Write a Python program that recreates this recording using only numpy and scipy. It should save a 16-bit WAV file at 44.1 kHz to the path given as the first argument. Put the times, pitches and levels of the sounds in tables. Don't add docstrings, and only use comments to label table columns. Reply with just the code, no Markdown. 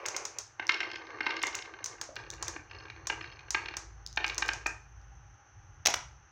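import sys
import numpy as np
from scipy import signal
from scipy.fft import rfft, irfft, next_fast_len
from scipy.io import wavfile
from scipy.ndimage import map_coordinates

SR = 44100
rng = np.random.default_rng(int(sys.argv[2]) if len(sys.argv) > 2 else 0)


def unload_wav(signal):
    wavfile.write(
        sys.argv[1],
        SR,
        np.round(np.clip(np.atleast_2d(signal).T, -1, 1) * 32767).astype(np.int16),
    )


N = 278271

# frequency_hz, level_db
WALL_SPECTRUM = [(300, 2), (700, 2.5), (2500, -1.5), (4000, -5.5), (6500, -3.5), (9000, -6), (12000, -8),
                 (15000, -13.5)]
# start_s, end_s, start_level_db
ROLL_RUNS = [(0.585, 1.43, -54.5), (0.697, 1.47, -45), (1.203, 1.84, -51), (1.253, 2, -45.5),
             (2.149, 2.437, -52), (2.426, 2.6, -51.5), (2.7, 3.071, -54), (3.099, 3.5, -53),
             (3.54, 3.765, -51), (4.172, 4.531, -49), (4.422, 4.67, -61)]
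LATER_MODES_S = 2.15


def amp(db):
    return 10 ** (np.asarray(db) / 20)


def unit(x):
    return x / np.sqrt(np.mean(x ** 2) + 1e-20)


def blow(x):
    return x / np.linalg.norm(x) * np.sqrt(SR / 1000)


def along(points, hz):
    f, v = np.transpose(points)
    return np.interp(np.log(hz + 1), np.log(f + 1), v)


def curve(rows, outside=None):
    return np.interp(np.arange(N) / SR, *np.transpose(rows), left=outside, right=outside)


def wobble(knots_per_s):
    knots = rng.standard_normal(int(N * knots_per_s / SR) + 4)
    return map_coordinates(knots, [np.arange(N) * knots_per_s / SR])


def colour(x, spectrum, tilt=0):
    size = 2 * next_fast_len(len(x) // 2 + 2048)
    hz = np.fft.rfftfreq(size, 1 / SR)
    db = along(spectrum, hz) + tilt * np.log2(np.clip(hz, 500, 9000) / 2000)
    cepstrum = irfft(np.log(amp(db)))
    cepstrum[1:size // 2] *= 2
    cepstrum[size // 2 + 1:] = 0
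    response = np.exp(rfft(cepstrum))
    return irfft(rfft(x, size) * response, size)[:len(x)]


def burst(rise, t60):
    t = np.arange(SR // 8) / SR
    swell = 1 - np.exp(-(t / rise) ** 2)
    return rng.standard_normal(len(t)) * swell * amp(-60 * t / t60)


def bumps(per_s, spread_db):
    size = amp(spread_db * np.clip(rng.standard_normal(N), -2, 2)) * rng.choice([-1, 1], N)
    return (rng.random(N) < per_s / SR) * size


def room(x, wet_db, walls_db=-5, build=0.02):
    # frequency_hz, t60_s
    band_t60 = [(200, 0.24), (700, 0.32), (2000, 0.33), (6000, 0.34), (9000, 0.27), (15000, 0.19)]
    hz, t, z = signal.stft(rng.standard_normal(SR // 2), SR, nperseg=256)
    decay = amp(-60 * t / along(band_t60, hz)[:, None])
    tail = signal.istft(z * decay * (1 - np.exp(-(t / build) ** 2)), SR)[1]
    answer = tail / np.linalg.norm(tail)
    delays = (rng.uniform(.011, .034, size=6) * SR).astype(int)
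    answer[delays] += amp(walls_db) / np.sqrt(len(delays))
    answer = amp(wet_db) * colour(answer, WALL_SPECTRUM)
    answer[0] += 1
    return signal.fftconvolve(x, answer)


def add(track, s, x):
    start = max(round(s * SR), 0)
    track[start:start + len(x)] += x[:max(N - start, 0)]


def hiss():
    # frequency_hz, level_db
    air_spectrum = [(200, -15), (340, -6), (450, -11), (700, -9.5), (800, 3), (950, -7), (1450, -2.5),
                    (1800, -7), (2200, -13), (2900, -14.5), (3700, -24.5), (5000, -27), (6200, -3),
                    (7000, -35), (9000, -55)]
    return amp(-62.5) * unit(colour(rng.standard_normal(N), air_spectrum))


def rumble():
    # time_s, level_db
    rumble_level = [(0, -72), (2.12, -63), (2.19, -55), (5.32, -56), (5.44, -68), (5.58, -55.5),
                    (6.2, -55.5), (6.31, -71)]
    # frequency_hz, level_db
    low_spectrum = [(20, -34), (32, -24.5), (42, -7), (58, 0), (80, -4), (105, -1.5), (130, -7.5),
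                    (175, -21), (260, -40), (450, -69.5)]
    wander_db = 1
    level_db = curve(rumble_level) + wander_db * wobble(7)
    return amp(level_db) * unit(colour(rng.standard_normal(N), low_spectrum))


def hum():
    # time_s, level_db
    hum_level = [(3.1, -95), (3.8, -54.5), (4.3, -51.5), (4.7, -53), (5.3, -58), (5.5, -100)]
    hum_hz = 54.2 + .5 * wobble(1.444)
    tone = np.sqrt(2) * np.sin(2 * np.pi * np.cumsum(hum_hz) / SR)
    return amp(curve(hum_level, outside=-np.inf)) * tone


def boom():
    # frequency_hz, level_db
    boom_spectrum = [(40, -41.5), (70, -13.5), (95, 7.5), (115, 4.5), (140, -14), (220, -50)]
    base_db, wander_db = -71, 2.5
    sway_s, sway_width_s, sway_peak_db = 0.476, 0.051, 9
    sway_db = sway_peak_db * np.exp(-((np.arange(N) / SR - sway_s) / sway_width_s) ** 2)
    level_db = base_db + sway_db + wander_db * wobble(9)
    return amp(level_db) * unit(colour(rng.standard_normal(N), boom_spectrum))


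def thud(s=2.088, db=-36):
    # frequency_hz, level_db
    dull = [(150, -11), (350, 7), (520, 10), (700, 8), (1100, -12), (4000, -56)]
    track = np.zeros(N)
    bump = blow(colour(burst(rise=0.0012, t60=0.036), dull))
    add(track, s, room(amp(db) * bump, wet_db=-5))
    return track


def ticks(count=3):
    # start_s, level_db
    tick_events = [(0.6685, -31.5), (2.1566, -42), (2.303, -30), (2.3379, -40), (4.064, -30.5),
                   (4.128, -41.5), (4.1621, -38.5), (4.28, -31), (4.3458, -35.5), (4.461, -38),
                   (5.015, -61)]
    # frequency_hz, level_db
    tick_spectrum = [(300, -27), (2800, -19.5), (4500, -2), (6200, 1), (7800, -18.5), (12000, -32.5),
                     (15000, -28)]
    bounce_s, loss_db = 0.0093, 9
    track = np.zeros(N)
    for s, db in tick_events:
        for k in range(count):
            tick = blow(colour(burst(rise=.0001, t60=0.005), tick_spectrum))
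            add(track, s + k * bounce_s, room(amp(db - k * loss_db) * tick, wet_db=-8))
    return track


def clatter():
    # start_s, level_db, brightness_db_per_octave
    strikes = [(5.853, -18.5, 0), (5.858, -6, 0.5), (5.868, -7.5, 2), (5.871, -9, 0), (5.883, -16, -5.5),
               (5.901, -24, 3), (5.939, -11, -1), (5.956, -33, 19)]
    # frequency_hz, level_db
    hard_spectrum = [(120, -25), (320, -12), (500, -9), (750, -1), (1250, -4), (2600, -3), (4700, -3.5),
                     (6400, 4), (7000, -5.5), (7700, -14.5), (11000, -24), (15300, -23), (16500, -23)]
    track = np.zeros(N)
    for s, db, tilt in strikes:
        strike = blow(colour(burst(rise=0.0016, t60=0.019), hard_spectrum, tilt))
        add(track, s, room(amp(db - 5) * strike, wet_db=-9.0))
    return track


def jostles(per_s=65, t60=0.018, rise=0.0027, scatter_db=5, uneven_db=2.5):
    # start_s, end_s, level_db
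    spells = [(0.713, 0.989, -42.5), (1.222, 1.427, -38.5), (2.178, 2.293, -56), (2.696, 2.86, -47),
              (3.224, 3.35, -47), (3.625, 3.75, -56), (4.193, 4.335, -63)]
    # frequency_hz, level_db
    row_modes = [(2750, 9), (3200, 3), (3850, -2), (4350, 6), (4600, -8.5), (5130, 3), (5450, -19)]
    track, t = np.zeros(N), np.arange(SR // 16) / SR
    hz, mode_db = np.transpose(row_modes)[:, :, None]
    envelope = amp(-60 * t / t60) * (1 - np.exp(-t / rise))
    for start, end, db in spells:
        for s in np.arange(start, end, 1 / per_s):
            strength = amp(mode_db + scatter_db * rng.standard_normal(hz.shape))
            modes = strength * np.sin(2 * np.pi * (hz * t + rng.random(hz.shape)))
            ring = blow(modes.sum(0) * envelope)
            nudge_db = db + uneven_db * rng.standard_normal()
            add(track, s + rng.random() / per_s, amp(nudge_db) * ring)
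    return room(track, wet_db=-13)[:N]


def clicks():
    # start_s, level_db, brightness_db_per_octave
    contacts = [(0.061, -24, 0), (0.085, -24.5, -0.5), (0.1647, -22, 0), (0.2527, -24.5, 0),
                (0.386, -24, 1.5), (1.4287, -27, 7), (1.469, -25.5, -2), (1.5517, -25, 2.5),
                (1.8425, -25, 2.5), (1.8595, -26, 0), (2.0136, -24.5, -1), (2.4262, -23.5, -1),
                (2.4812, -24.5, 0.5), (3.0709, -23, 0), (3.5059, -21.5, 2), (3.7685, -25, -0.5),
                (4.265, -33.5, -0.5), (4.3807, -20.5, -0.5), (4.4818, -31, 0.5), (4.5341, -28, -2),
                (4.6669, -27.5, 5)]
    # frequency_hz, level_db
    glass_spectrum = [(150, -25), (350, -27), (1000, -8), (3000, -14), (4500, -7), (5400, -2), (6000, 2),
                      (6600, 1), (7500, -9.5), (9000, -18.5), (11000, -30), (13500, -31.5), (15000, -22.5),
                      (16500, -25)]
    track = np.zeros(N)
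    for s, db, tilt in contacts:
        snap = blow(colour(signal.unit_impulse(SR // 8), glass_spectrum, tilt))
        chatter = blow(colour(burst(rise=.0004, t60=0.011), glass_spectrum, tilt))
        shiver = colour(burst(rise=0.003, t60=.02), glass_spectrum, tilt)
        shiver = blow(colour(shiver, WALL_SPECTRUM))
        add(track, s, amp(db - 1.26) * blow(chatter + amp(-3.5) * shiver))
        add(track, s, room(amp(db - 6) * snap, wet_db=2.5, walls_db=-11, build=0.0081))
    return track


def plank(later, rise=0.0021, scatter_db=2):
    # frequency_hz, earlier_db, later_db, t60_s
    plank_modes = [(325, -16.5, -23, 0.04), (872, -2.5, -6, 0.022), (1230, -20, -3, 0.018),
                   (1552.5, 1, -8.5, 0.046), (1602, -23.5, -4, 0.052), (1792, -2.5, -4, 0.032),
                   (2126, 12, -25.5, 0.027), (2280, -7, 2, 0.023), (2439, -22.5, 3, 0.026),
                   (2830, -10.5, -15.5, 0.067), (2779, 3, -0.5, 0.029), (3100, -7, -19, 0.049),
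                   (3570, -10, -15, 0.041), (3877, 6, -1.5, 0.013), (4310, -5, 2.5, 0.014),
                   (5420, -3.5, -6.5, 0.02), (5460, -16.5, -26, 0.013)]
    t = np.arange(SR // 8) / SR
    hz, earlier_db, later_db, t60 = np.transpose(plank_modes)[:, :, None]
    db = (later_db if later else earlier_db) + scatter_db * rng.standard_normal(hz.shape)
    modes = amp(db - 60 * t / t60) * np.sin(2 * np.pi * (hz * t + rng.random(hz.shape)))
    swell = 1 - np.exp(-(t / rise) ** 2)
    return blow(modes.sum(0) * swell)


def roll_db():
    attack_s, slowing_db_per_s, stop_db_per_s = 0.0078, 14, 102
    far_db, far_end_s = -69.5, 4.79
    t = np.arange(N) / SR
    power = amp(far_db - stop_db_per_s * np.maximum(t - far_end_s, 0)) ** 2
    for start, end, db in ROLL_RUNS:
        age, stopped = np.maximum(t - start, 0), np.maximum(t - end, 0)
        swell = 1 - np.exp(-age / attack_s)
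        run_db = db - slowing_db_per_s * age - stop_db_per_s * stopped
        power = power + (swell * amp(run_db)) ** 2
    return 10 * np.log10(power + 1e-20)


def rolling(level_db):
    # frequency_hz, level_db
    groove_spectrum = [(150, -43.5), (230, -15), (330, 10), (650, -1.5), (1180, 6.5), (1400, -6), (1580, 7),
                       (2300, -8), (3300, -43), (4350, -7), (4750, -25.5), (5200, -18.5), (7000, -44),
                       (10000, -69.5)]
    # frequency_hz, level_db
    fast_spectrum = [(150, -44), (300, -3), (500, 6), (680, -1), (1100, 2.5), (1700, -5.5), (2400, -1),
                     (3500, -23), (5500, -22), (8000, -45)]
    # time_s, level_db
    fast_level = [(0, -41.5), (.1, -46.5), (.22, -45), (.32, -57), (.40, -50), (.45, -76), (.55, -79)]
    surge_db = 3
    grain = bumps(per_s=400, spread_db=4.0)
    is_later = np.arange(N) / SR > LATER_MODES_S
    ring = sum(signal.fftconvolve(grain * (is_later == later), plank(later))[:N] for later in (False, True))
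    rough = unit(colour(grain, groove_spectrum)) + amp(-12.5) * unit(ring)
    slow = unit(room(rough, wet_db=-4.5)[:N])
    fast = colour(bumps(per_s=1900, spread_db=2), fast_spectrum)
    fast = unit(room(fast, wet_db=-2.0)[:N])
    slow_part = amp(level_db + surge_db * wobble(34.81)) * slow
    return slow_part + amp(curve(fast_level, outside=-np.inf)) * fast


def grazes(level_db):
    per_s = 16
    over_rolling_db, spread_db, tilt_db_per_octave = 12.5, 2.5, -4
    slots = np.arange(0, ROLL_RUNS[-1][1], 1 / per_s)
    times = slots + rng.random(len(slots)) / per_s
    touches = []
    for s in times:
        if any(start < s < end for start, end, _ in ROLL_RUNS):
            db = level_db[int(s * SR)] + over_rolling_db + spread_db * rng.standard_normal()
            touches.append((s, db, tilt_db_per_octave))
    return touches


def rebounds(count=3):
    # start_s, level_db, brightness_db_per_octave, kept_share
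    wall_hits = [(0.0533, -27.5, -1.5, 0), (0.1437, -28, -4.5, 0.23), (0.595, -22, -6, 0.0067),
                 (0.6913, -10, 0.5, 0.3), (0.717, -25.5, 7, 0.0022), (0.7411, -24.5, 5.5, 0),
                 (0.8093, -24, -4.5, 0.02), (0.829, -24, -1.5, 0.26), (0.9559, -28.5, 0, 0.23),
                 (1.205, -19, -5, 0.0018), (1.2642, -16, -4, 0.0094), (1.3048, -21, -0.5, .4),
                 (1.3644, -26, 3, 0.75), (1.4336, -16, -1, 0.28), (1.6209, -33.5, 10.5, 0.00084),
                 (2.163, -27.5, 3, 0), (2.5604, -29.5, -9.5, 0.022), (2.7102, -36, -1.5, 0),
                 (2.8987, -33, 1, 0.012), (3.0977, -17.5, -5.5, 0.23), (3.2406, -32.5, -3, 0),
                 (3.3906, -39, 1.5, 0.031), (3.5454, -14, -3.5, 0.19), (3.6832, -27.5, 1.5, 0.0047),
                 (3.7375, -30.5, -4.5, 0), (4.1718, -15.5, -4, 0.012), (4.2417, -16, -1.5, 0.0018),
                 (4.296, -23, 2.5, 0.027), (4.4218, -16, -1.5, 0.0015), (4.4871, -15, -2.5, 0),
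                 (4.6596, -16.5, -5, 0)]
    swing_s, rebound_tilt_db = 0.111, 2.5
    blows = []
    for s, db, tilt, kept in wall_hits:
        loss_db = 20 * np.log10(np.clip(kept, .01, 1))
        for k in range(count if kept > 0 else 1):
            blows.append((s + k * swing_s, db + k * loss_db, tilt + rebound_tilt_db * (k > 0)))
    return blows


def knocks(blows):
    # frequency_hz, level_db
    wood_spectrum = [(150, -58.5), (300, -11), (550, -16), (900, -2.5), (2500, 6), (3300, -2), (5500, -7),
                     (7000, -21), (9000, -53), (14000, -57.5)]
    track = np.zeros(N)
    for s, db, tilt in blows:
        chatter = blow(colour(burst(rise=0.0027, t60=0.02), wood_spectrum))
        knock = plank(s > LATER_MODES_S, rise=0.0025) + amp(-2.0) * chatter
        knock = blow(colour(knock, [(1000, 0)], tilt))
        add(track, s, room(amp(db) * knock, wet_db=-8.5, walls_db=-2, build=0.019))
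    return track


def scene():
    level_db = roll_db()
    background = hiss() + rumble() + hum() + boom()
    others = thud() + ticks() + clatter()
    marbles = jostles() + clicks() + rolling(level_db) + knocks(grazes(level_db)) + knocks(rebounds())
    return (background + others + marbles)[None]


def record(dry):
    stopband_hz = 16900
    return signal.sosfilt(signal.cheby2(14, 70, stopband_hz, fs=SR, output="sos"), dry)


dry = scene()
out = record(dry)
unload_wav(out)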